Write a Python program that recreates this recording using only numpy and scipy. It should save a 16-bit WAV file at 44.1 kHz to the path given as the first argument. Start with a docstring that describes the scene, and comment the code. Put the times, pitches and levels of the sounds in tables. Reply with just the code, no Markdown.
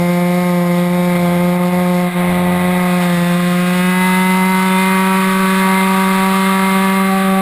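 """On the fuselage of a model aeroplane, a small camera hears a two-stroke glow engine running flat out.
Each turn fires once, so the exhaust note, panel resonances and airframe buzz are harmonics of crank speed.
The engine runs rich at first and fires unevenly; after the nose is lifted it leans out, speeds up and
shakes the airframe harder. Loose parts rattle and propeller wash buffets the camera, whose low
sampling rate mirrors the sound into a gritty treble (spectral imaging)."""
import sys
import numpy as np
from scipy.fft import rfft, irfft, next_fast_len
from scipy.io import wavfile
from scipy.ndimage import map_coordinates

SR = 44100
rng = np.random.default_rng(int(sys.argv[2]) if len(sys.argv) > 2 else 0)


def pcm_store(signal):
    """Save signal as 16-bit PCM."""
    levels = np.round(np.clip(np.atleast_2d(signal), -1, 1) * 32767)
    wavfile.write(sys.argv[1], SR, levels.astype(np.int16).T)


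N = 326781
TIME = np.arange(N) / SR


def amp(db):
    """Decibels to amplitude ratio."""
    return 10 ** (np.asarray(db) / 20)


def unit(x):
    """Normalisation to rms 1."""
    return x / np.sqrt(np.mean(x ** 2) + 1e-20)


def curves(rows):
    """Linear interpolation in time: one value per sample for each later column."""
    times, *columns = np.transpose(rows)
    return [np.interp(TIME, times, column) for column in columns]


def swell(start, end, fade_s):
    """Trapezoidal envelope, 0 to 1."""
    return np.clip(np.minimum(TIME - start, end - TIME) / fade_s, 0, 1)


def bell(centre_s, half_s):
    """Gaussian envelope, 0 to 1."""
    return np.exp(-((TIME - centre_s) / half_s) ** 2)


def wobble(rate):
    """Smooth random modulation: a spline through `rate` knots a second."""
    knots = rng.standard_normal(int(N * rate / SR) + 4)
    coarse = np.arange(0, N + 32, 32)
    return np.interp(np.arange(N), coarse, map_coordinates(knots, [coarse * rate / SR]))


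def filtered(x, response):
    """Linear filtering: the spectrum of x times a frequency response."""
    size = next_fast_len(N + SR // 4)
    return irfft(rfft(x, size) * response(np.fft.rfftfreq(size, 1 / SR)), size)[:N]


def coloured(x, points):
    """Spectral shaping by (frequency [Hz], level [dB]) points, at rms 1."""
    hz, db = np.transpose(points)
    return unit(filtered(x, lambda f: amp(np.interp(np.log(f + 1), np.log(hz), db))))


def pulses(at, sizes):
    """Band-limited impulses: windowed sincs at fractional sample positions."""
    taps = np.floor(at)[:, None] + np.arange(-7, 9)
    offset = taps - at[:, None]
    shape = np.sinc(offset) * np.cos(np.pi * offset / 16) ** 2
    return np.bincount(np.clip(taps, 0, N - 1).astype(int).ravel(), (sizes[:, None] * shape).ravel(), N)


def tone(turns, order, shift=0):
    """An engine order: one harmonic of the crank speed, at rms 1."""
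    return np.sqrt(2) * np.sin(2 * np.pi * order * turns + shift)


LEAD_RAD = np.pi / 8  # a common phase lead rounds each crest and sharpens each trough
# exhaust orders 1 to 3: (rich level [dB], half-lean level [dB], lean level [dB], gain near ground [dB])
EXHAUST_HARMONICS = [(-15, -14, -15.5, 0.5), (-24.5, -27.5, -23.5, .5), (-26, -26, -33, 3)]


def exhaust(turns, lean, low, rock_hz=24.27, rock_db=0.59, flutter_db=0.43):
    """Fourier synthesis of a slow rise and sudden drop of pressure; rocking on the mount modulates it."""
    note_db, octave_db, bark_db = [np.interp(lean, (0, .5, 1), levels) + ground_db * low
                                   for *levels, ground_db in EXHAUST_HARMONICS]
    rocking = np.sin(2 * np.pi * rock_hz * TIME + wobble(3))
    strength_db = rock_db * rocking + flutter_db * wobble(30)
    note = amp(note_db + strength_db) * tone(turns, 1, LEAD_RAD)
    # a stronger firing steepens the drop, so the overtones swing further
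    octave = amp(octave_db + 1.18 * strength_db) * tone(turns, 2, LEAD_RAD)
    bark = amp(bark_db + flare_db(order=3) + 1.7 * strength_db) * tone(turns, 3, LEAD_RAD)
    return -(note + octave + bark * dips() ** 1.8)


# bouts of uneven firing: (start [s], end [s], gain [dB])
STUMBLE_BOUTS = [(-.1, .14, 8), (0.853, 1.035, 12), (1.087, 1.56, 9), (1.683, 1.895, 14),
                 (2.16, 2.81, 13.5), (3.06, 3.34, 10)]
# muffler response: (frequency [Hz], level [dB])
MUFFLER_RESPONSE = [(20, -25), (60, -8), (90, -1), (180, 14.5), (270, -6), (440, -9), (620, 0), (800, -7),
                    (1100, -14), (1800, -64), (6000, -68)]


def stumble(firings, lean, slip_chance=.005, scatter=.3):
    """Period doubling: strong and weak firings alternate, and now and then the pattern slips."""
    bouts_db = sum(db * swell(start, end, fade_s=.13) for start, end, db in STUMBLE_BOUTS)
    level_db = -38 - 6 * lean + bouts_db
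    alternation = np.cumprod(np.where(rng.random(len(firings)) < slip_chance, 1, -1))
    # light stumbling is more random
    regularity = np.interp(level_db[firings.astype(int)], (-43, -30), (.15, 1))
    sizes = regularity * alternation + scatter * rng.standard_normal(len(firings))
    sizes /= np.hypot(regularity, scatter)
    return amp(level_db) * coloured(pulses(firings, sizes), MUFFLER_RESPONSE)


PANEL_ORDERS = (4, 5, 6, 11)
# the muffler or panel resonance that each of these orders excites:
# (frequency [Hz], width [Hz], level on resonance [dB], level off it [dB], gain near ground [dB])
PANEL_MODES = [(718, 8, -28, -31, 1), (937.4, 42, -21, -34.5, 2), (1148, 28, -22, -30.5, -1.5),
               (2033.4, 55, -22.5, -34, -6)]


def panels(turns, speed, low, wander_db=0.96):
    """Forced resonance: an order swells as it sweeps through a natural frequency of muffler or panel."""
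    out = np.zeros(N)
    for order, (hz, width_hz, on_db, off_db, ground_db) in zip(PANEL_ORDERS, PANEL_MODES):
        nearness = 1 / (1 + ((order * speed - hz) / (width_hz / 1.5)) ** 4)
        db = off_db + (on_db - off_db) * nearness + ground_db * low + flare_db(order)
        db += wander_db * (1.2 - nearness) * wobble(11)
        drift = .35 * wobble(2) + .07 * wobble(50)
        out += amp(db + 0.93 * wobble(26)) * tone(turns, order, np.pi + LEAD_RAD + drift)
    return out


# base envelope of the exhaust crack: (time [s], level [dB])
CRACK_ENVELOPE = [(0, -43.5), (.9, -47), (2.0, -46), (2.17, -72), (2.7, -51), (2.95, -44), (3.85, -42.5),
                  (5.0, -43.5), (6.3, -43.5), (6.95, -46.5), (7.41, -51)]
# spectrum at the exhaust port: (frequency [Hz], rich level [dB], lean level [dB])
PORT_SPECTRUM = [(20, -71, -71), (1200, -40, -6), (2700, 3, 0), (3600, 5, 6.5), (4559, 6, 2), (5430, 4, -5),
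                 (5700, -4, -9)]


def crack(turns, firings, lean, spread_db=1.4, jitter_s=14e-6, spit_turns=.6, spit_db=-2.5):
    """Impulsive release: the port opens with a snap and a spit of gas, duller as the mixture leans."""
    base_db, = curves(CRACK_ENVELOPE)
    flicker_db = (1.2 - .9 * lean) * wobble(13)  # a rich engine cracks less steadily
    size, lateness = rng.standard_normal((len(firings), 2)).T
    snaps = pulses(firings + jitter_s * SR * lateness, amp(spread_db * size))
    # dispersion: the muffler delays the treble by 0.6 ms per 2500 Hz, smearing each snap
    snaps = filtered(snaps, lambda f: np.exp(-1j * np.pi * .0006 * f * f / 2500))
    spit = np.exp(-(turns % 1) / spit_turns) * rng.standard_normal(N)
    gas = unit(snaps) + amp(spit_db) * unit(spit)
    hz, rich_db, lean_db = np.transpose(PORT_SPECTRUM)
    rasp = (1 - lean) * coloured(gas, list(zip(hz, rich_db)))
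    rasp += lean * coloured(gas, list(zip(hz, lean_db)))
    return amp(base_db + flicker_db + 5.5 + 4 * lean) * dips() ** 2.3 * rasp


# relative spectrum of the buzz: (order, rich level [dB], half-lean level [dB], lean level [dB])
BUZZ_HARMONICS = [(7, -4.5, -8.5, -6), (8, -13, -9, -7.5), (9, -10, -8, -9.5), (10, -11.5, -13, -6.5),
                  (12, -3, -14.5, -10.5), (13, -6.5, -14, -9), (14, -17, -12, -13.5), (15, -25, -12.5, -27),
                  (16, -28, -16, -17.5), (17, -28, -31, -30), (18, -27, -20, -19), (19, -16, -21.5, -15.5),
                  (20, -33, -16, -32), (21, -14, -13, -28)]


def buzz(turns, lean):
    """Periodic contact: parts chatter once a turn, and their shifting makes each harmonic wander."""
    out, power = np.zeros(N), np.zeros(N)
    for order, *levels in BUZZ_HARMONICS:
        db = np.interp(lean, (0, .5, 1), levels) + flare_db(order)
        phase = rng.uniform(0, 2 * np.pi) + 1.04 * wobble(2.46) + 0.21 * wobble(70)
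        out += amp(db + 2.06 * wobble(7)) * tone(turns, order, phase)
        power += amp(db) ** 2
    return out / np.sqrt(power)


# resonances of the rattling parts: (frequency [Hz], width [Hz], rich level [dB], lean level [dB])
RATTLE_MODES = [(815, 300, -4.5, -14.5), (1220, 63, -8.5, -3.6), (1625, 170, -11, -6), (2078, 140, -5, -8),
                (2496, 220, -14.5, -11.5), (3680, 980, -9, -9)]


def rattle(turns, lean, throb=0.26, spread_db=0.5, cutoff_hz=4500):
    """Random excitation of modes: loose parts knock, hardest at each firing, and ring the airframe."""
    knocking = (1 + throb * np.cos(2 * np.pi * turns)) * amp(spread_db * wobble(260))
    out = np.zeros(N)
    for hz, width, rich_db, lean_db in RATTLE_MODES:
        def mode(f):
            """A damped resonator, rolled off from an octave above its peak."""
            return 1j * f * width / (hz * hz - f * f + 1j * f * width) / (1 + (f / (2 * hz)) ** 4)
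        ring = unit(filtered(knocking * rng.standard_normal(N), mode))
        out += amp(rich_db + (lean_db - rich_db) * lean + 1.2 * wobble(12)) * ring
    # wood and plastic give little treble
    return filtered(out, lambda f: 1 / (1 + (f / cutoff_hz) ** 8))


# vibration of the airframe: (time [s], buzz level [dB], rattle level [dB])
VIBRATION_LEVELS = [(0, -30, -31.5), (1.4, -31.5, -29), (2.1, -34, -27.5), (2.2, -32.5, -25.5),
                    (2.9, -29.5, -25.5), (3.4, -28.5, -26.5), (4.1, -22.5, -26), (4.45, -25, -25.5),
                    (4.8, -23.5, -24), (5.7, -24, -22), (6.0, -26.5, -22), (6.6, -25.5, -23),
                    (7.41, -29, -26)]
# brief clatters of loose parts: (time [s], gain [dB])
CLATTER_PEAKS = [(1.16, 4), (3.033, 3.5), (5.22, 1)]


def airframe(turns, lean):
    """Structure-borne sound: engine vibration radiates as buzz and rattle."""
    buzz_db, rattle_db = curves(VIBRATION_LEVELS)
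    clatter_db = sum(db * bell(time, half_s=.017) for time, db in CLATTER_PEAKS)
    return amp(buzz_db) * dips() * buzz(turns, lean) + amp(rattle_db + clatter_db) * rattle(turns, lean)


# propeller wash: (frequency [Hz], level [dB])
WASH_SPECTRUM = [(10, -10), (27, -8.5), (45, -14), (100, -22), (170, -3), (300, -18.5), (1000, -44),
                 (6000, -36)]
# gusts as the aeroplane is handled and swung up: (time [s], half length [s], gain [dB])
HANDLING_GUSTS = [(1.15, 0.35, 9), (2.1, 0.32, 7.5)]


def wash(nose, level_db=-47, lifted_db=-37.5):
    """Turbulence: air from the propeller buffets the camera, more once the nose has been lifted."""
    lifted = np.maximum.accumulate(nose)
    gust_db = sum(db * bell(time, half_s) for time, half_s, db in HANDLING_GUSTS)
    db = level_db + (lifted_db - level_db) * lifted + gust_db + 1.8 * wobble(4.16)
    return amp(db) * coloured(rng.standard_normal(N), WASH_SPECTRUM)


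# brief dips of the engine note: (time [s], half length [s], gain [dB])
NOTE_DIPS = [(0.903, 0.033, -1), (1.585, 0.018, -2), (1.708, 0.017, -3.5), (2.119, 0.033, -9.5)]


def dips():
    """Amplitude modulation: a gain that dips briefly; raising it to a power above 1 deepens the dips."""
    return amp(sum(db * bell(time, half_s) for time, half_s, db in NOTE_DIPS))


# passing changes in single harmonics: (start [s], end [s], order, gain [dB])
ORDER_FLARES = [(2.152, 2.796, 5, 2.5), (2.35, 3.0, 14, 6), (2.75, 3.1, 12, -1), (3.05, 3.36, 10, 8),
                (3.3, 3.748, 5, -10), (3.62, 3.98, 14, 5.5), (3.5, 5.2, 4, -3), (3.8, 4.72, 3, -5.5),
                (3.8, 4.35, 9, 6), (3.85, 4.746, 7, 5), (4.0, 4.3, 19, 11), (4.61, 4.754, 11, -1),
                (4.61, 4.92, 19, 8.5), (4.65, 5.247, 13, 4), (4.675, 5.07, 11, 4.5), (4.952, 6.3, 8, 3.5),
                (5.146, 5.692, 4, -19), (5.156, 5.656, 5, -4), (5.65, 7.103, 4, 1), (5.597, 5.92, 12, 4),
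                (5.6, 5.893, 11, 8), (6.2, 6.7, 7, 3), (6.297, 7.15, 11, 6), (7.01, 7.6, 5, -15),
                (7.05, 7.6, 4, 7), (7.124, 7.6, 3, 2)]


def flare_db(order):
    """Spectral variation: the timbre shifts as one order flares or fades for a while."""
    return sum(db * swell(start, end, fade_s=.069) for start, end, k, db in ORDER_FLARES if k == order)


# crankshaft rotation: (time [s], speed [turns/s])
CRANK_SPEED = [(0, 174.6), (.42, 178.4), (.68, 174.8), (1.05, 177.7), (1.29, 174.6), (1.5, 177.2),
               (1.78, 179.2), (2.25, 177.5), (2.75, 180), (2.97, 179), (3.2, 173.8), (3.4, 176.5),
               (3.73, 179.4), (4.02, 184.3), (4.25, 185.2), (4.5, 187.1), (5.12, 189.6), (5.65, 190),
               (6.2, 190.4), (6.38, 191.4), (6.65, 191.2), (6.95, 192), (7.41, 191.4)]
# fuel mixture: (time [s], leanness [0 rich, 1 lean])
FUEL_MIXTURE = [(0, 0), (2.75, 0.11), (3.4, 0.59), (4.45, 0.62), (4.95, 0.87), (7.41, 0.75)]
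# attitude of the aeroplane: (time [s], nose lift [0 level near the ground, 1 skyward])
NOSE_LIFT = [(2.05, 0), (2.3, 1), (6.95, 0.85), (7.3, 0.34)]


def scene():
    """Superposition: the sources driven by one crankshaft add to the noise of the wash."""
    speed, = curves(CRANK_SPEED)
    lean, = curves(FUEL_MIXTURE)
    nose, = curves(NOSE_LIFT)
    low = 1 - nose  # nearness to the ground
    turns = np.cumsum(speed + 0.384 * wobble(50)) / SR
    firings = np.interp(np.arange(1, int(turns[-1])), turns, np.arange(N))  # sample of each whole turn
    note = dips() * (exhaust(turns, lean, low) + stumble(firings, lean) + panels(turns, speed, low))
    return (note + crack(turns, firings, lean) + airframe(turns, lean) + wash(nose))[None]


CAMERA_RATE_HZ, TOP_HZ = 12000, 15350


def record(dry):
    """Zero-order hold: the camera holds each sample, mirroring the sound about its sampling rate."""
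    nyquist = CAMERA_RATE_HZ / 2
    band = filtered(dry[0], lambda f: np.clip((nyquist + 70 - f) / 450, 0, 1) ** .5)
    carrier = 2 * np.sin(2 * np.pi * CAMERA_RATE_HZ * TIME)
    images = filtered(band * carrier, lambda f: amp(.5) * (f - CAMERA_RATE_HZ) / np.maximum(f, nyquist))
    return filtered(band + images, lambda f: f < TOP_HZ)[None]


dry = scene()
out = record(dry)
pcm_store(out)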